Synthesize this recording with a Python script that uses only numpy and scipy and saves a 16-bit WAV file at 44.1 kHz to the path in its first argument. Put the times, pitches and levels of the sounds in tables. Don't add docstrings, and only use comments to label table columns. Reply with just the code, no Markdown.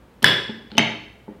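import sys
import numpy as np
from scipy import signal
from scipy.fft import rfft, irfft
from scipy.io import wavfile

SR = 44100
rng = np.random.default_rng(int(sys.argv[2]) if len(sys.argv) > 2 else 0)


def pcm_store(signal):
    levels = np.round(np.clip(np.atleast_2d(signal), -1, 1) * 32767)
    wavfile.write(sys.argv[1], SR, levels.astype(np.int16).T)


def ratio_of_db(decibels):
    return 10 ** (np.asarray(decibels, float) / 20)


N = 61739


def evened(x):
    return x / np.sqrt(np.mean(x ** 2) + 1e-20)


def read(points, hz):
    f, value = np.transpose(points)
    return np.interp(np.log(hz + 1), np.log(f + 1), value)


def add(mix, s, sound):
    part = mix[round(s * SR):][:len(sound)]
    part += sound[:len(part)]


def band(x, lo_hz, hi_hz, order):
    hi_hz = min(hi_hz, SR * 0.45)
    return signal.sosfilt(signal.butter(order, [lo_hz, hi_hz], "band", fs=SR, output="sos"), x)


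def swell(sound, rise_s):
    t = np.arange(len(sound)) / SR
    return sound * np.sin(np.pi / 2 * np.minimum(t / rise_s, 1)) ** 2


def ring(hz, db, t60, length=SR // 6):
    t = np.arange(length) / SR
    return ratio_of_db(db - 60 * t / max(t60, 0.002)) * np.sin(2 * np.pi * hz * t)


def crack(db, top_hz):
    low_hz, t60, rise_s = 654, 0.009, 0.00015
    t = np.arange(SR // 6) / SR
    noise = evened(band(rng.standard_normal(len(t)), low_hz, top_hz, order=4))
    return ratio_of_db(db - 60 * t / t60) * noise * np.minimum(t / rise_s, 1)


def air():
    # frequency in Hz, level in dB
    floor_colour = [(25, -25.5), (70, -9.5), (200, -2.5), (500, -8), (1200, -16.5), (3200, -25.5),
                    (5500, -35.5), (16000, -40)]
    # frequency in Hz, line width in Hz, level in dB
    drone = [(60.3, 14, -57.5), (108.8, 48, -59), (220, 30, -65)]
    floor_db = -52.5
    hz = np.fft.rfftfreq(N, 1 / SR)
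    floor = irfft(rfft(rng.standard_normal(N)) * ratio_of_db(read(floor_colour, hz)), N)
    x = ratio_of_db(floor_db) * evened(floor)
    for f, width, db in drone:
        resonance = 1 / (1 + (2 * (hz - f) / width) ** 2)
        x = x + ratio_of_db(db) * evened(irfft(rfft(rng.standard_normal(N)) * resonance, N))
    return x


def knocks():
    # start in seconds, level in dB
    blows = [
        (0.223, -28.5),
        (.2310, -22.5),
        (0.492, -26.5),
        (0.718, -32),
        (0.751, -32),
        (0.769, -32),
        (.7910, -17),
        (.8850, -31.5),
        (1.2798, -28),
        (1.309, -35.5),
    ]
    # frequency in Hz, level in dB, t60 in seconds
    table_modes = [(218.8, 4.5, 0.083), (299, -8, 0.25), (390, -1.5, 0.068), (507.4, -8, 0.1),
                   (843, -8, .05), (1500, -19, .02)]
    room_db, rise_s = -7.5, 0.0024
    x = np.zeros(N)
    shares = rng.uniform(-1.3, 1, (len(blows), len(table_modes)))
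    for (s, db), share in zip(blows, shares):
        body = sum(ring(hz * (1 + 0.047 * u), mode_db + 2.8 * u, t60)
                   for (hz, mode_db, t60), u in zip(table_modes, share))
        rise = np.minimum(np.arange(len(body)) / SR / rise_s, 1)
        add(x, s, ratio_of_db(db) * body * rise)
    return x * ratio_of_db(np.array([[0], [room_db]]))


def scrapes():
    # start in seconds, end in seconds, level in dB, top frequency in Hz
    strokes = [
        (0.223, 0.247, -36.5, 4540),
        (0.701, 0.793, -52.5, 4000),
        (1.283, 1.355, -60, 2200),
    ]
    low_hz, spread_db, slips_per_s = 600, 2, 4000
    t = np.arange(N) / SR
    slipping = rng.random(N) < slips_per_s / SR
    size = ratio_of_db(spread_db * np.minimum(rng.exponential(1, N), 4)) * rng.choice([-1., 1.], N)
    x = np.zeros(N)
    for start, end, db, top_hz in strokes:
        grit = band(size * slipping * (t > start) * (t < end), low_hz, top_hz, order=5)
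        share = np.sqrt((end - start) * SR / N)
        x = x + ratio_of_db(db) * share * evened(grit)
    return x


def ticks():
    # start in seconds, level in dB, ring frequency in Hz, t60 in seconds, crack top in Hz
    contacts = [(.2236, -56, 3000, .015, 4860), (.2270, -20.5, 3200, 0.021, 12000),
                (0.2285, -21, 8800, 0.0064, 12000), (0.2393, -45, 3100, .02, 6000),
                (.7090, -45.5, 3200, .02, 4000), (0.7167, -28, 4200, 0.0099, 4000),
                (.7520, -33.5, 3000, 0.077, 3790), (.7700, -30, 3500, 0.034, 6000),
                (.7760, -21.5, 3000, 0.02, 1500), (0.7833, -6, 2900, 0.036, 4500),
                (.7932, -4, 2200, 0.029, 2640), (1.2810, -42.5, 1500, 0.012, 2044),
                (1.307, -52.5, 2500, .01, 3000)]
    crack_db, room_db = -3.5, -7
    x = np.zeros(N)
    for s, db, hz, t60, top_hz in contacts:
        tone = band(ring(hz, db, t60), 200, 0.96 * hz, order=2)
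        add(x, s, tone + crack(db + crack_db, top_hz))
    return (x + scrapes()) * ratio_of_db(np.array([[0], [room_db]]))


def standing_waves():
    # frequency in Hz, level in dB, t60 in seconds
    room_modes = [(117.8, -28.5, .7), (150.3, -22, 0.33)]
    return swell(sum(ring(hz, db, t60, SR // 2) for hz, db, t60 in room_modes), 0.012)


def clack(modes, s, contact_s, crack_db, crack_top_hz, room_db, far_top_hz):
    far_ring = 0.84
    far_rise_s, far_crack_db, far_leak_db = 0.0007, -3.5, -14
    out = np.zeros((2, N))
    snap = crack(crack_db, crack_top_hz)
    near_rings = sum(ring(hz, near_db, t60) for hz, near_db, t60, _ in modes)
    add(out[0], s, swell(snap + near_rings, contact_s))
    add(out[0], s, standing_waves())
    far_rings = sum(ring(hz, far_db, far_ring * t60) for hz, _, t60, far_db in modes)
    far_snap = ratio_of_db(far_crack_db) * snap
    dulled = band(far_snap, 40, far_top_hz, order=5)
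    far = swell(far_rings, far_rise_s) + dulled + ratio_of_db(far_leak_db) * far_snap
    add(out[1], s, ratio_of_db(room_db) * far)
    return out


def slip_clack():
    # frequency in Hz, direct level in dB, t60 in seconds, level sent to the room in dB
    slip_modes = [(192.6, -28.5, 0.024, -7), (368, -21.5, 0.026, -6.5), (500, -23.5, 0.022, -9.5),
                  (1020, -15, 0.057, -10.5), (1714, 10, 0.014, 8), (1970, -5, 0.024, -6),
                  (3000, -8, 0.042, -5), (3401, -4.5, 0.025, 6), (4000, -8, .015, -29.5),
                  (4718, -5.5, 0.014, -5), (5160, -24, 0.018, -5), (7600, -30, 0.013, -19),
                  (9140, -32.5, 0.021, -31), (12000, -24.5, .01, -39.5)]
    return clack(slip_modes, 0.2434, contact_s=0.0001, crack_db=-9.5, crack_top_hz=14998.5,
                 room_db=-3.5, far_top_hz=15795.5)


def prise_clack():
    # frequency in Hz, direct level in dB, t60 in seconds, level sent to the room in dB
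    prise_modes = [(239, -9, 0.062, -25), (685, -11, 0.035, -5.5), (854, -11.5, 0.049, -8.5),
                   (1412, -44, 0.019, -4.5), (2257, -7.5, 0.014, 5), (2646, -5.5, 0.022, -4),
                   (3064, -5.5, 0.032, -2.5), (3773, -12.5, 0.037, -10), (4350, -14, 0.015, -8),
                   (5255, -10.5, 0.015, -14.5), (6140, -14, 0.054, -21), (6900, -26.5, 0.026, -26.5),
                   (8170, -29.5, 0.055, -44.5), (9200, -45, 0.03, -35.5)]
    return clack(prise_modes, 0.7799, contact_s=0.0006, crack_db=-17, crack_top_hz=13996,
                 room_db=-6.5, far_top_hz=6697)


def kitchen(x):
    # frequency in Hz, t60 in seconds
    decay = [(100, 0.24), (260, 0.87), (700, 0.52), (1840, 0.62), (4850, 0.57), (8000, 0.53), (12800, 0.33)]
    first_echo_s, build_s = 0.0018, 0.012
    hz, t, z = signal.stft(rng.standard_normal(SR), SR, nperseg=256)
    fading = z * ratio_of_db(-60 * t / read(decay, hz)[:, None])
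    tail = signal.istft(fading, SR, nperseg=256)[1]
    tail = tail * np.clip((np.arange(len(tail)) / SR - first_echo_s) / build_s, 0, 1)
    return signal.fftconvolve(x, tail / np.linalg.norm(tail))[:N]


def scene():
    mic_low_hz = 107
    near, far = knocks() + ticks() + slip_clack() + prise_clack()
    thin = signal.butter(4, mic_low_hz, "high", fs=SR, output="sos")
    return (signal.sosfilt(thin, near + kitchen(far)) + air())[None]


def low_pass(x):
    return signal.sosfilt(signal.butter(12, 21850, fs=SR, output="sos"), x)


def record(dry):
    ceiling, edge_hz = 1.0, 16100
    edge = signal.firwin(255, edge_hz, window=("kaiser", 9), fs=SR)[None]
    limited = signal.oaconvolve(np.clip(dry, -ceiling, ceiling), edge, "same")
    return low_pass(np.clip(limited, -ceiling, ceiling))


dry = scene()
out = record(dry)
pcm_store(out)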